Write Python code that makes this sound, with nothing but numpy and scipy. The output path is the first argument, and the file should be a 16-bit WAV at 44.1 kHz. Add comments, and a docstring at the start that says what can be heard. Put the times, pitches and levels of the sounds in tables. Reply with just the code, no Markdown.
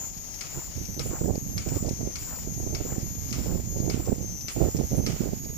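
"""A pump at an outdoor plant forces water out of a split hose, one stroke about every 0.58 s.
Each stroke clacks against the ringing pump head and drives a gush, then a splutter of bubbles, into the
steady spray. The motor drive whines at a pitch and its octave, rising and sagging with the load.
Drops splat on the machinery, wind buffets the right port of a hand-held microphone,
and other machines drone in the distance."""
import sys
import numpy as np
from scipy import signal
from scipy.fft import rfft, irfft
from scipy.io import wavfile

SR = 44100
rng = np.random.default_rng(int(sys.argv[2]) if len(sys.argv) > 2 else 0)


def master_out(mix):
    """Clip the mix to full scale and print it as 16-bit PCM to the path in sys.argv[1]."""
    frames = np.transpose(np.atleast_2d(mix))
    ceiling = np.clip(frames, -1, 1)
    pcm = np.round(ceiling * 32767).astype(np.int16)
    wavfile.write(sys.argv[1], SR, pcm)


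N = 245637
TIME = np.arange(N) / SR


def undb(db):
    """Decibels to gain."""
    return 10 ** (np.asarray(db) / 20)


def unit(x):
    """Scale to rms 1."""
    return x / np.sqrt(np.mean(x ** 2))


def ramp(x):
    """Smooth step from 0 to 1."""
    return np.sin(np.pi / 2 * np.clip(x, 0, 1)) ** 2


def curves(table):
    """Automation lanes: each column of a table, joined by straight lines in time."""
    times, *columns = np.transpose(table)
    return [np.interp(TIME, times, column) for column in columns]


def response(hz, eq, column=1):
    """Gain of an EQ table at the given frequencies."""
    eq = np.asarray(eq, float)
    return undb(np.interp(np.log(hz + 1e-3), np.log(eq[:, 0]), eq[:, column]))


def colour(x, eq, column=1):
    """Filter by an EQ table."""
    return irfft(rfft(x) * response(np.fft.rfftfreq(N, 1 / SR), eq, column), N)


def walk(rate_hz):
    """Smooth random modulation with rms 1."""
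    hz = np.fft.rfftfreq(N, 1 / SR)
    return unit(irfft(rfft(rng.standard_normal(N)) * np.exp(-(hz / rate_hz) ** 2), N))


def sides(pan_db):
    """Left and right gains with mean power 1; pan is left minus right."""
    gains = undb(np.array([pan_db, -pan_db]) / 2).reshape(2, -1)
    return gains / np.sqrt(np.mean(gains ** 2, axis=0))


def add(out, start_s, x):
    """Mix in a one-shot."""
    i = int(start_s * SR)
    x = x[..., max(-i, 0):N - i]
    out[..., max(i, 0):max(i, 0) + x.shape[-1]] += x


def ring(hz, t60, t, q=9):
    """A rough, damped resonance: narrow noise that dies away, unrelated left and right."""
    b, a = signal.iirpeak(hz, q, fs=SR)
    noise = signal.lfilter(b, a, rng.standard_normal((2, 2 * len(t))))[:, len(t):]
    return unit(noise) * np.exp(-np.log(1000) * t / t60)


def impacts(per_s, spread_db):
    """A stereo hail of tiny clicks at random times."""
    hit = rng.random((2, N)) < per_s / SR
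    size = undb(spread_db * np.minimum(rng.exponential(size=(2, N)), 5))
    return unit(hit * size * rng.choice([-1, 1], (2, N)))


# EQ of the distant drone: (frequency [Hz], gain [dB])
DRONE_EQ = [(20, -17), (40, 10.5), (120, 1), (250, -9), (500, -20), (800, -11), (1200, -57), (3000, -41)]


def plant(level_db=-48):
    """The background bed: other machinery drones in the distance."""
    return unit(colour(rng.standard_normal((2, N)), DRONE_EQ)) * undb(level_db + walk(7.4))


# breeze between gusts: (time [s], level [dB])
BREEZE = [(0, -50.5), (.2, -54), (.36, -58), (.9, -48), (1.6, -44), (2.3, -44.5), (3.2, -39), (4.0, -40.5),
          (4.45, -47.5), (5.0, -42), (5.57, -42)]
# gusts that catch the port: (start [s], length [s], rumble level [dB], flutter level [dB])
PORT_GUSTS = [(0.543, 0.051, -40.5, -42), (0.742, 0.1, -38.5, -53.5), (0.881, 0.03, -35, -45.5),
              (0.961, 0.2, -37.5, -45.5), (1.113, 0.034, -41, -31), (1.211, 0.15, -34, -34),
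              (1.45, 0.17, -37.5, -51.5), (1.662, 0.12, -35, -40.5), (1.819, 0.12, -35.5, -38.5),
              (1.984, .12, -38, -39), (2.466, 0.029, -41.5, -39.5), (2.572, .2, -37.5, -42),
              (2.778, 0.237, -38, -40.5), (3.354, 0.25, -34, -41.5), (3.743, 0.264, -35, -39),
              (4.052, 0.1, -37, -34.5), (4.16, .08, -39, -43.5), (4.562, 0.129, -30.5, -31),
              (4.743, 0.12, -32.5, -37), (4.905, 0.26, -32, -36.5), (5.201, 0.14, -33, -37.5)]
# EQ of the low rumble: (frequency [Hz], gain [dB])
RUMBLE_EQ = [(15, -12), (30, -4.5), (60, -0.5), (130, -1.5), (220, -6.5), (350, -18.5), (700, -51)]
# EQ of the papery flutter: (frequency [Hz], gain [dB])
FLUTTER_EQ = [(100, -47.5), (250, -2), (380, -1.5), (550, -8), (750, -14), (1050, -31.5), (1800, -46),
              (4000, -75)]
# thumps of the heaviest eddies: (time [s], level [dB])
THUMPS = [(1.244, -13.5), (1.285, -18), (1.377, -14.5), (1.766, -19), (1.825, -16), (1.908, -16),
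          (2.028, -20), (2.072, -19.5), (2.472, -21), (2.809, -15.5), (2.98, -15), (3.39, -16.5),
          (3.801, -13.5), (3.942, -9.5), (4.094, -10.5), (4.127, -9), (4.181, -20), (4.244, -20),
          (4.623, -18), (4.746, -11), (4.798, -7.5), (4.997, -10.5), (5.205, -11)]


def wind(rumble_gain_db=9, flutter_gain_db=6.5, thump_gain_db=3, thump_hz=221, edge_s=.0078, ceiling=.5):
    """Eddies roll over the right microphone port in bursts; the left port lies in the lee."""
    breeze_db, = curves(BREEZE)
    rumble_env, flutter_env = undb(breeze_db), undb(breeze_db - 14)
    for start, length, rumble_db, flutter_db in PORT_GUSTS:
        gate = ramp((TIME - start) / edge_s + .5) * ramp((start + length - TIME) / edge_s + .5)
        rumble_env = np.maximum(rumble_env, gate * undb(rumble_db))
        flutter_env = np.maximum(flutter_env, gate * undb(flutter_db))
    rumble, flutter = np.zeros((2, N)), np.zeros((2, N))
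    pops = impacts(per_s=330, spread_db=2.5)  # small eddies strike one by one
    for port in (0, 1):
        eddies = walk(54)
        rumble[port] = unit(colour(rng.standard_normal(N), RUMBLE_EQ) * undb(3.2 * eddies))
        flutter[port] = unit(colour(pops[port], FLUTTER_EQ) * undb(6.4 * np.tanh(1.4 * eddies)))
    out = rumble * rumble_env * undb(rumble_gain_db) * undb([[-13], [0]])
    out += flutter * flutter_env * undb(flutter_gain_db) * undb([[-17], [0]])
    passage = np.sqrt(12) * thump_hz * (TIME[:SR // 30] - .003)
    thump = (1 - passage ** 2) / (1 + passage ** 2) ** 2  # a pressure bump between two shallow dips
    for start, db in THUMPS:
        add(out[1], start, thump * undb(db + thump_gain_db))
    return ceiling * np.tanh(out / ceiling)  # the narrow port throttles the strongest swirls


# EQ of the spray: (frequency [Hz], left gain [dB], right gain [dB])
SPRAY_EQ = [(283, 2, -10), (830, -5.5, -9.5), (1350, -10.5, -13.5), (1570, -10, -22.5), (2030, -7, -10.5),
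            (3660, -11, -18.5), (4210, -8, -19), (5420, 1.5, -25), (6910, 1.5, -2), (7830, -49, -15),
            (8470, -18, -19), (9910, -23, -6.5), (11250, -24, -20.5), (15000, -12, -10.5)]
# fader ride of the spray: (time [s], level [dB])
SPRAY_RIDE = [(0, -51.5), (.5, -47.5), (1.35, -53), (1.8, -49), (2.6, -51), (3.35, -48), (4.05, -52.5),
              (4.8, -49.5), (5.57, -51)]


def spray(gain_db=5, patter_mix=.65):
    """Fine mist hisses from the split while drops patter down."""
    flow_db, = curves(SPRAY_RIDE)
    left, right = rng.standard_normal((2, N)) + patter_mix * impacts(per_s=900, spread_db=-3.5)
    hiss = np.array([colour(left, SPRAY_EQ, column=1), colour(right, SPRAY_EQ, column=2)])
    return unit(hiss) * undb(flow_db + gain_db + 1.35 * walk(27))


# the largest splats on the machinery: (time [s], level [dB], pitch [Hz])
BIG_SPLATS = [(0.176, -40, 5460), (.341, -37, 5300), (0.765, -41, 5500), (.854, -36.5, 5850),
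              (0.9428, -40, 5770), (1.6885, -34.5, 6060), (1.8903, -32, 5800), (3.3074, -36, 5350),
              (4.057, -36, 6100), (4.4095, -36.5, 5450), (4.7673, -34, 5670), (5.448, -40, 5200)]


def splats(t60=.057, body_hz=2400, small_count=14):
    """Slugs of water slap the pipes and housing on the left, with smaller ones at random."""
    out, t = np.zeros((2, N)), TIME[:SR // 8]
    small_splats = [(TIME[-1] * when, -44 + 5 * (size - .5), 5250 + 900 * (pitch - .5))
                    for when, size, pitch in rng.random((small_count, 3))]
    for start, db, hz in BIG_SPLATS + small_splats:
        slap = ring(hz, t60, t) + undb(-15) * ring(body_hz, t60, t)
        add(out, start, slap * undb(db) * sides(pan_db=12))
    return out


# bright spits of fine drops: (time [s], level [dB])
FINE_SPITS = [(1.0291, -41), (1.0655, -37), (2.1894, -41), (2.585, -42), (4.5181, -35.5), (4.9666, -37.5)]


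def spits(gain_db=-5, hz=10000, t60=.14):
    """Fine drops spit close by on the right."""
    out, t = np.zeros((2, N)), TIME[:SR // 8]
    for start, db in FINE_SPITS:
        add(out, start, ring(hz, t60, t) * undb(db + gain_db) * sides(pan_db=-12))
    return out


# cue list of pump strokes, played by splutter, gush, motor and pump:
# (time [s], clack level [dB], clack pan [dB], gush level [dB], splutter level [dB],
#  time until the load returns [s], free pitch [Hz], loaded pitch [Hz], end pitch [Hz],
#  free whine level [dB], loaded whine level [dB], loaded octave level [dB], squeal boost [dB])
STROKE_CUES = [(-.17, -28, 10, -44, -50, 0.29, 6910, 6660, 6410, -37, -43, -49, 5),
               (0.41, -25.5, 15, -50, -48.5, 0.3, 7110, 6520, 6200, -41, -43, -50.5, 16),
               (.994, -26, 14, -49, -42.5, 0.33, 7020, 6580, 6390, -40.5, -42.5, -47, -3),
               (1.579, -26.5, 5, -51, -47, 0.29, 7100, 6530, 6340, -39, -41.5, -49.5, 16),
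               (2.1559, -28, 10, -50.5, -45, 0.29, 7070, 6530, 6370, -40, -40.5, -46.5, 0),
               (2.7485, -26.5, 9, -51.5, -45.5, 0.25, 6970, 6630, 6530, -39, -41.5, -46.5, -2.5),
               (3.3275, -28.5, 11, -48.5, -49.5, 0.31, 7090, 6700, 6610, -43.5, -40, -46, 10),
               (3.899, -28.5, 7, -49.5, -50.5, 0.28, 7150, 6470, 6091, -43, -41, -47, 9),
               (4.4834, -27.5, 43, -47.5, -48, 0.32, 6970, 6590, 6320, -41, -41.5, -46.5, -1),
               (5.064, -25, -3, -44.5, -50, 0.25, 6900, 6690, 6680, -44, -44, -45, -2)]


def splutter(delay_s=.168, scatter_s=.032, centre_hz=1080, spread_octaves=.558, decay_cycles=3, count=70):
    """Shortly after each stroke, air reaches the split: a loose cloud of small bursting bubbles."""
    out, t = np.zeros((2, N)), TIME[:SR // 40]
    for start, _, _, _, db, *_ in STROKE_CUES:
        for late, pitch, size, pan in rng.standard_normal((count, 4)):
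            cycles = centre_hz * 2 ** (spread_octaves * pitch) * t
            bubble = np.sin(2 * np.pi * cycles) * np.exp(-cycles / decay_cycles)
            add(out, start + delay_s + scatter_s * late, bubble * undb(db + 1.44 * size) * sides(12 * pan))
    return out


def gush(decay_s=.097, gain_db=8):
    """Water bursts out with each stroke and dies back."""
    push, t = np.zeros(N), TIME[:SR // 2]
    for start, _, _, db, *_ in STROKE_CUES:
        add(push, start, undb(db + gain_db) * np.exp(-t / decay_s))
    return rushing_water() * push * undb(2 * walk(22))


# EQ of the gushing water: (frequency [Hz], gain [dB])
GUSH_EQ = [(400, 7), (900, -0.5), (1300, 8.5), (1650, 3), (2250, 9), (3000, 7), (3800, 2), (5400, 5.5),
           (7000, 9), (8500, -1.5), (10000, -4.5), (15000, -55)]


def rushing_water():
    """Dense droplets merge into the grainy rush of a gush."""
    return unit(colour(impacts(per_s=5000, spread_db=0), GUSH_EQ))


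RIPPLE_HZ = 144.45  # cycle rate of the motor drive: the spacing of the whine's harmonics


def switching_tone(cycles, centre_hz, casing_eq, width_hz, skirt, shelf_db, waver_db, jitter_rad,
                   lock_db=0, squeal_db=0, squeal_hz=0):
    """The drive's switching repeats each ripple cycle: a comb of harmonics, loudest near a moving pitch."""
    lowest = int((centre_hz.min() - 400) / RIPPLE_HZ)
    highest = int((centre_hz.max() + 900) / RIPPLE_HZ)
    out, power = np.zeros((2, N)), 0
    knots = np.linspace(0, TIME[-1], 55)
    jitter = jitter_rad * walk(170)  # no two cycles switch quite alike
    for k in range(lowest, highest + 1):
        hz = k * RIPPLE_HZ
        detune = (hz - centre_hz) / width_hz
        shape = (1 + detune ** 2) ** -skirt + undb(shelf_db) * np.clip(detune, 0, 1)
        boost_db = lock_db * np.exp(-((hz - centre_hz) / 56) ** 2)  # the nearest harmonic sings out
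        boost_db += squeal_db * np.exp(-((hz - squeal_hz) / 100) ** 2)
        # reflections reach each port with their own strength and phase, and shift as the hand moves
        waver = undb(waver_db * rng.standard_normal((2, len(knots))))
        offset = 2 * np.pi * rng.random((2, 1))
        drift = offset + .35 * np.cumsum(rng.standard_normal((2, len(knots))), axis=1)
        gain = response(hz, casing_eq) * shape * undb(boost_db)
        gain = gain * np.array([np.interp(TIME, knots, side) for side in waver])
        phase = 2 * np.pi * (k * cycles % 1) + jitter
        phase = phase + np.array([np.interp(TIME, knots, side) for side in drift])
        out += gain * np.sin(phase)
        power = power + gain ** 2
    return out / np.sqrt(power)


# how well the motor casing radiates the whine: (frequency [Hz], gain [dB])
CASING_EQ = [(5600, -1), (5780, 1), (5925, 10), (6070, -4), (6215, -15), (6360, 6.5), (6503, 1.5),
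             (6650, 7.5), (6795, 7.5), (6940, 0), (7090, 8.5), (7500, -0.5), (8000, 0.5)]
# how well it radiates the octave: (frequency [Hz], gain [dB])
CASING_OCTAVE_EQ = [(11700, 9), (12570, -9), (12720, 11), (12865, -2), (13005, 8), (13150, 2.5), (13295, 2),
                    (13440, 0), (13750, -7), (14180, 2), (14320, 4), (14465, -8), (14610, 0), (15200, -3)]
# pan ride as the microphone turns: (time [s], whine pan [dB], octave pan [dB])
WHINE_PAN = [(0, 14.5, 3), (1.5, 12.5, -5), (2.6, 18.5, -3.5), (4.3, 12, -7.5), (4.8, 7, -10),
             (5.57, -2, -8)]


def motor(whine_gain_db=5, octave_gain_db=3, start_hz=6400, fall_s=.13, sag_end_s=.554):
    """Each stroke frees the motor: its whine climbs, holds, falls as the load returns, then sags."""
    cues = np.array(STROKE_CUES)
    stroke = np.searchsorted(cues[:, 0], TIME, side="right") - 1
    start, *_, free_s, free_hz, loaded_hz, end_hz, free_db, loaded_db, high_db, squeal_db = cues[stroke].T
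    age = TIME - start
    rise_s = np.where(stroke % 2, .15, .07)  # the two sides of the pump take turns
    rise = np.sin(np.pi / 2 * np.clip(age / rise_s, 0, 1))
    load = ramp((age - free_s) / fall_s + .5)
    sag = np.clip((age - free_s) / (sag_end_s - free_s), 0, 1)
    free = rise * (1 - load)
    pitch_hz = start_hz + (free_hz - start_hz) * rise + (loaded_hz - free_hz) * load
    pitch_hz += (end_hz - loaded_hz) * sag + 26 * walk(20)

    # with the load off, the motor runs a touch faster and the whine is rougher and wider
    relief = (age / .11 * np.exp(1 - age / .11)) ** 2
    cycles = np.cumsum(RIPPLE_HZ + .42 * relief) / SR
    jitter_rad = .05 + .16 * relief
    breakup = np.sin(np.pi * load)  # as the load returns, the whine smears over many harmonics
    spread = 1 + .28 * relief + .58 * breakup
    whine = switching_tone(cycles, pitch_hz, CASING_EQ, width_hz=270 * spread, skirt=.88, shelf_db=-36,
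                           waver_db=2.4, jitter_rad=jitter_rad,
                           lock_db=7.5 * (1 + load) / 2 * (1 - breakup),
                           squeal_db=squeal_db * np.sqrt(sag), squeal_hz=5925 + 120 * sag)
    octave_hz = 2 * pitch_hz + 300 * free  # sharp while running free
    octave = switching_tone(cycles, octave_hz, CASING_OCTAVE_EQ, width_hz=(560 + 160 * free) * spread,
                            skirt=1.8, shelf_db=-26, waver_db=4.2, jitter_rad=1.8 * jitter_rad)

    duck_db = 4 * np.sin(np.pi * free)  # both layers duck during the glides
    flicker_db = 1.1 * walk(75)
    whine_db = loaded_db + (free_db - loaded_db) * free - duck_db + whine_gain_db
    octave_db = high_db + (-45.5 - high_db) * free - duck_db + flicker_db + octave_gain_db
    whine_pan, octave_pan = curves(WHINE_PAN)
    whine *= undb(whine_db) * sides(whine_pan - 7.5 * free)
    octave *= undb(octave_db) * sides(octave_pan + 7 * free)
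    return whine + octave


# ring of the pump head and pipe: (frequency [Hz], level [dB], decay by 60 dB [s])
HEAD_MODES = [(1257, -11, 0.14), (2220, -5, 0.1), (2260, -4, 0.025), (3100, -16, 0.043), (4580, -7, 0.013),
              (4390, -1.5, 0.044), (4760, 6.5, 0.025), (5480, 2.5, 0.089), (6150, 1, 0.011),
              (10200, -10, 0.029)]


def pump(body_db=-10, tail_db=-19, tail_t60=.39, crack_db=-1, crack_s=.00053):
    """Each stroke cracks against the pump head, which rings; the plant around it adds a short tail."""
    out, t = np.zeros((2, N)), TIME[:SR // 4]
    crack_band = signal.butter(2, [1500, 7000], "bandpass", fs=SR, output="sos")
    for start, db, pan_db, *_ in STROKE_CUES:
        body = sum(undb(mode_db) * (ring(hz, t60, t, q=21) + undb(tail_db) * ring(hz, tail_t60, t, q=21))
                   for hz, mode_db, t60 in HEAD_MODES)
        crack = unit(signal.sosfilt(crack_band, rng.standard_normal((2, len(t))))) * np.exp(-t / crack_s)
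        clack = body * undb(body_db) + crack * undb(crack_db)
        add(out, start, clack * undb(db) * sides(pan_db))
    return out


def scene():
    """The mix: pump and leak over wind and distant machinery."""
    return motor() + pump() + gush() + splutter() + spray() + splats() + spits() + wind() + plant()


def record(dry, cutoff_hz=15250):
    """A steep low-pass takes the very top off the mix."""
    return signal.sosfilt(signal.ellip(10, .2, 80, cutoff_hz, fs=SR, output="sos"), dry)


dry = scene()
out = record(dry)
master_out(out)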